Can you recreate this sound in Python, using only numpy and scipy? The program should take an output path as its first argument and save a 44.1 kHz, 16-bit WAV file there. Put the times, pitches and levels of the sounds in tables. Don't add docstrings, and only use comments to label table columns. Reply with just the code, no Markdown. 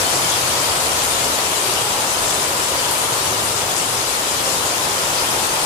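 import sys
import numpy as np
from scipy import signal
from scipy.fft import rfft, irfft
from scipy.io import wavfile

SR = 44100
rng = np.random.default_rng(int(sys.argv[2]) if len(sys.argv) > 2 else 0)


def generate_wav(sig):
    pcm = np.round(np.clip(np.atleast_2d(sig).T, -1, 1) * 32767).astype(np.int16)
    wavfile.write(sys.argv[1], SR, pcm)


N = 249165
TIME = np.arange(N) / SR
FREQS = np.maximum(np.arange(N // 2 + 1) * SR / N, 1)


def from_db(db):
    return 10 ** (np.asarray(db) / 20)


def rms_one(x):
    return x / np.sqrt(np.mean(x ** 2) + 1e-20)


def over_freqs(rows):
    hz, *columns = np.transpose(rows)
    return np.array([np.interp(np.log(FREQS), np.log(hz), c) for c in columns])


def colour(sound, gain):
    return irfft(rfft(sound) * gain, N)


def density(rows):
    return from_db(over_freqs(rows)) * np.sqrt(SR / 2)


def drift(rate_hz):
    return rms_one(colour(rng.standard_normal(N), 1 / (1 + (FREQS / rate_hz) ** 2)))


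def swell(peak_s, half_length_s):
    return np.cos(np.pi / 2 * np.clip((TIME - peak_s) / half_length_s, -1, 1)) ** 2


def place(start_s, sounds):
    at = (start_s * SR).astype(int)[:, None] + np.arange(sounds.shape[1])
    return np.bincount(at.ravel() % N, sounds.ravel(), N)


def narrow_bursts(hz, width_hz, rise_s, fall_s, samples=4096):
    age = np.arange(samples) / SR
    envelope = np.minimum(age / rise_s, 1) * np.exp(-np.maximum(age - rise_s, 0) / fall_s)
    detuning_hz = np.arange(samples // 2 + 1) * SR / samples - hz[:, None]
    resonance = 1 / (1 + 2j * detuning_hz / width_hz) ** 2
    bursts = irfft(rfft(envelope * rng.standard_normal((len(hz), samples))) * resonance)
    return bursts * np.sqrt(np.sum(envelope ** 2) / np.sum(bursts ** 2, axis=1, keepdims=True))


def splash(flutter_db=0.34, patchy_db=0.8):
    # frequency_hz, left_db_per_hz, right_db_per_hz
    spectrum = [(960, -82, -80), (1800, -67.5, -59), (2060, -64, -62), (3100, -59.5, -60),
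                (3260, -60.5, -61), (4230, -60, -66.5), (5000, -59, -67.5), (5500, -60, -71.5),
                (7200, -58.5, -71.5), (9500, -59.5, -71), (10800, -62.5, -73.5), (12600, -67.5, -82),
                (14000, -73.5, -79), (15000, -96, -92)]
    # time_s, level_db
    dripping = [(0, 2), (0.2, 9), (0.65, 1.5), (0.97, 5), (1.3, -2), (2.4, 3), (3.3, -3), (5.65, 1)]
    sizzle = (from_db(-3) * rng.standard_normal((2, N))
              + from_db(-2.5) * impacts(per_s=7000, spread_db=1.5)
              + from_db(-12) * impacts(per_s=410, spread_db=2.5)
              + from_db(-9.5) * bubbles(per_s=650, cycles=1130, spread_db=-1.1))
    left_drips = patter(per_s=170, low_hz=2203, high_hz=7987, spread_db=11.5, width_hz=63)
    right_drips = patter(per_s=280, low_hz=3360, high_hz=13260, spread_db=9, width_hz=110)
    drip_db = np.interp(TIME, *np.transpose(dripping))
    left = sizzle[0] + from_db(-11) * left_drips
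    right = from_db(-1) * sizzle[1] + from_db(drip_db - 12) * right_drips
    steady, coarse = rfft([[left, right], gush_spray()]) * density(spectrum)
    common_db = flutter_db * drift(14)
    centres_hz = np.geomspace(1500, 13000, 13)
    out = np.zeros((2, N))
    for hz, selector in zip(centres_hz, np.eye(len(centres_hz))):
        band = np.interp(np.log(FREQS), np.log(centres_hz), selector)
        out += irfft(steady * band, N) * from_db(common_db + patchy_db * drift(10))
        out += irfft(coarse * band, N) * np.sqrt(gush_power(hz))
    return out


def impacts(per_s, spread_db):
    strikes = rng.random((2, N)) < per_s / SR
    sizes = from_db(spread_db * np.minimum(rng.exponential(1, (2, N)), 4))
    return rms_one(strikes * sizes * rng.choice([-1, 1], (2, N)))


def bubbles(per_s, cycles, spread_db, rise=0.052, samples=1800):
    when, pitch, chance, side = rng.random((int(per_s * N / SR), 4)).T[:, :, None]
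    hz = 2000 * 6 ** pitch
    turns = hz * np.arange(samples) / SR
    amplitude = hz * from_db(spread_db * np.minimum(-np.log(1 - chance), 4))
    damping = from_db(-60 * turns / cycles)
    surfacing = 1 - np.linspace(0, 1, samples) ** 4
    ring = amplitude * damping * surfacing * np.sin(2 * np.pi * turns * (1 + rise * turns / cycles))
    at = (when * N).astype(int) + np.arange(samples)
    lags = (0, (28 * side - 14).astype(int))
    return rms_one(np.array([np.bincount((at + lag).ravel() % N, ring.ravel(), N) for lag in lags]))


def patter(per_s, low_hz, high_hz, spread_db, width_hz):
    when, pitch, strength = rng.random((int(per_s * N / SR), 3)).T
    bursts = narrow_bursts(low_hz * (high_hz / low_hz) ** pitch, width_hz, rise_s=0.002, fall_s=0.015)
    return rms_one(place(when * N / SR, bursts * from_db(spread_db * strength)[:, None]))


def gush_spray():
    drops = impacts(per_s=1800, spread_db=-1)
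    return rms_one(drops + 0.44 * bubbles(per_s=900, cycles=45, spread_db=2, samples=900))


def gush_power(hz, rise_s=0.0083, fall_s=0.037, width_octaves=0.26):
    # landing_s, level_db (relative to the steady splash), brightest_hz
    gushes = [(0.04, -5, 3500), (0.163, -3, 7440), (0.2, -8, 9500), (0.525, 0, 5440), (1.045, 2, 11500),
              (1.12, -1, 10000), (1.767, 0, 2900), (2.29, 2, 6500), (2.925, 6, 12500), (2.985, 1, 10000),
              (3.455, 3, 9500), (3.781, 4.5, 7400), (4.481, 3, 7200), (5.186, 4.5, 4700)]
    power = np.zeros(N)
    for landing_s, db, brightest_hz in gushes:
        near = abs(TIME - landing_s) < 0.25
        age = TIME[near] - landing_s
        envelope = np.exp(-np.maximum(-age - rise_s / 2, 0) / rise_s - np.maximum(age, 0) / fall_s)
        band_weight = np.exp(-0.5 * (np.log2(hz / brightest_hz) / width_octaves) ** 2)
        power[near] += from_db(db) ** 2 * envelope * band_weight
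    return power


def chirps(lead_s=0.007):
    # time_s, pitch_hz, left_db, right_db
    squeaks = [(0.039, 4480, -43, -32), (0.148, 5510, -36, -25), (0.168, 4740, -40, -32),
               (0.172, 6600, -38, -30), (0.232, 6000, -42, -35), (0.322, 3350, -23, -25),
               (0.351, 5000, -42, -27), (0.383, 5770, -30, -44), (0.48, 9550, -31, -31),
               (0.956, 4700, -38, -29), (1.048, 2230, -29, -38), (1.048, 6550, -25, -42),
               (1.138, 3530, -25, -40), (1.383, 1895, -27, -31), (1.515, 3130, -26, -40),
               (1.6, 3100, -30, -40), (1.63, 9200, -40, -34), (1.77, 2930, -24, -38),
               (1.81, 8300, -42, -29), (1.9, 5170, -42, -33), (2.235, 2450, -28, -40),
               (2.322, 7235, -26, -40), (2.329, 4100, -42, -28), (2.916, 11370, -32, -34),
               (2.933, 8200, -38, -27), (3.08, 10000, -38, -33), (3.13, 5426, -42, -31),
               (3.772, 8096, -38, -31), (4.49, 5500, -32, -33), (4.65, 7924, -38, -32)]
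    time_s, hz, *sides_db = np.transpose(squeaks)
    sides = []
    for db in sides_db:
        bursts = narrow_bursts(hz, width_hz=420, rise_s=0.0098, fall_s=0.027)
        sides.append(place(time_s - lead_s, from_db(db)[:, None] * bursts))
    return np.array(sides)


def plinks(decay_s=0.00057, right_db=-9):
    # start_s, level_db, pitch_hz
    drops = [(0.1567, -8, 7400), (0.249, -9, 7000), (1.738, -6, 7270), (2.9117, -2, 10400),
             (3.766, -7, 6300), (3.7878, -7, 7960)]
    out = np.zeros(N)
    for start_s, db, hz in drops:
        age = np.maximum(TIME - start_s, 0)
        out += from_db(db) * np.exp(-np.minimum(age / decay_s, 50)) * np.sin(2 * np.pi * hz * age)
    return out * from_db([[0], [right_db]])


def roof_roar(flutter_db=0.39):
    # frequency_hz, level_db_per_hz
    spectrum = [(20, -78), (36, -61.5), (52, -76), (75, -59.5), (140, -59.5), (215, -62.5), (340, -57.5),
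                (520, -55), (880, -54), (970, -52), (1090, -55), (1330, -54.5), (1600, -60), (3000, -73)]
    # frequency_hz, correlation
    likeness = [(100, 1), (250, 0.84), (480, 0.75), (800, 0.44), (1100, 0.055), (1500, -0.33),
                (2200, -0.15)]
    mid, side = impacts(per_s=14000, spread_db=2.5)
    correlation = np.clip(over_freqs(likeness)[0], -0.99, 0.99)
    in_phase = colour(mid, np.sqrt((1 + correlation) / 2))
    antiphase = colour(side, np.sqrt((1 - correlation) / 2)) * [[1], [-1]]
    return colour(in_phase + antiphase, density(spectrum)) * from_db(flutter_db * drift(18))


def hollows(width_hz=75):
    # peak_s, half_length_s, pitch_hz, level_db
    resonances = [(1.25, 0.3, 248, -40), (1.638, 0.14, 380, -33.5), (1.943, 0.35, 855, -34),
                  (2.453, 0.36, 333, -40), (2.55, 1, 980, -36), (2.75, 0.17, 537, -33),
                  (4.697, 0.32, 1030, -35), (4.72, 0.25, 700, -39.5), (5.55, 0.4, 880, -33)]
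    out = np.zeros(N)
    for peak_s, half_length_s, hz, db in resonances:
        response = 1 / (1 + (2 * (FREQS - hz) / width_hz) ** 2)
        ring = rms_one(colour(rng.standard_normal(N), response))
        out += from_db(db) * swell(peak_s, half_length_s) * ring
    return out


def drone(waver_hz=4.1):
    # peak_s, half_length_s, pitch_hz, relative_level_db
    tones = [(.42, 0.66, 123, -37), (1.117, 0.74, 74.8, -38), (1.725, 0.26, 122.8, -36),
             (2.4, 0.38, 135, -43), (3.45, 0.62, 107.5, -36), (3.95, 0.3, 118, -37),
             (5.334, 0.34, 122.4, -37)]
    out = np.zeros(N)
    for peak_s, half_length_s, hz, db in tones:
        phase = 2 * np.pi * np.cumsum(hz + waver_hz * drift(9.7)) / SR
        out += from_db(db) * swell(peak_s, half_length_s) ** 2 * np.sqrt(2) * np.sin(phase)
    return out


def scene(crossover_hz=700, deep_follows=0.68, splash_follows=0.6):
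    # time_s, strength_db
    rain = [(0, 1.5), (0.65, 0.4), (1.05, 1), (1.4, -0.2), (2.7, -1), (3.75, -2.2), (4.3, -1.9),
            (4.7, -0.5), (5.0, -1), (5.65, -0.6)]
    # time_s, strength_db
    drumming = [(0, 1), (1.1, 0.6), (1.45, 0), (2.0, 0), (2.5, 0), (2.95, 0), (3.3, 0), (3.8, -1.7),
                (4.3, -0.8), (4.68, -0.4), (5.0, 0), (5.65, 0)]
    rain_db = np.interp(TIME, *np.transpose(rain))
    roof_db = np.interp(TIME, *np.transpose(drumming))
    roar = roof_roar()
    deep = colour(roar, 1 / (1 + (FREQS / crossover_hz) ** 6))
    roofs = from_db(0.47 + deep_follows * roof_db) * deep + from_db(roof_db) * (roar - deep)
    yard = from_db(splash_follows * rain_db) * splash() + plinks()
    return yard + chirps() + roofs + from_db(-2.5) * drone() + hollows()


def record(dry):
    return signal.sosfilt(signal.ellip(16, 0.1, 90, 15450, fs=SR, output="sos"), dry)


dry = scene()
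out = record(dry)
generate_wav(out)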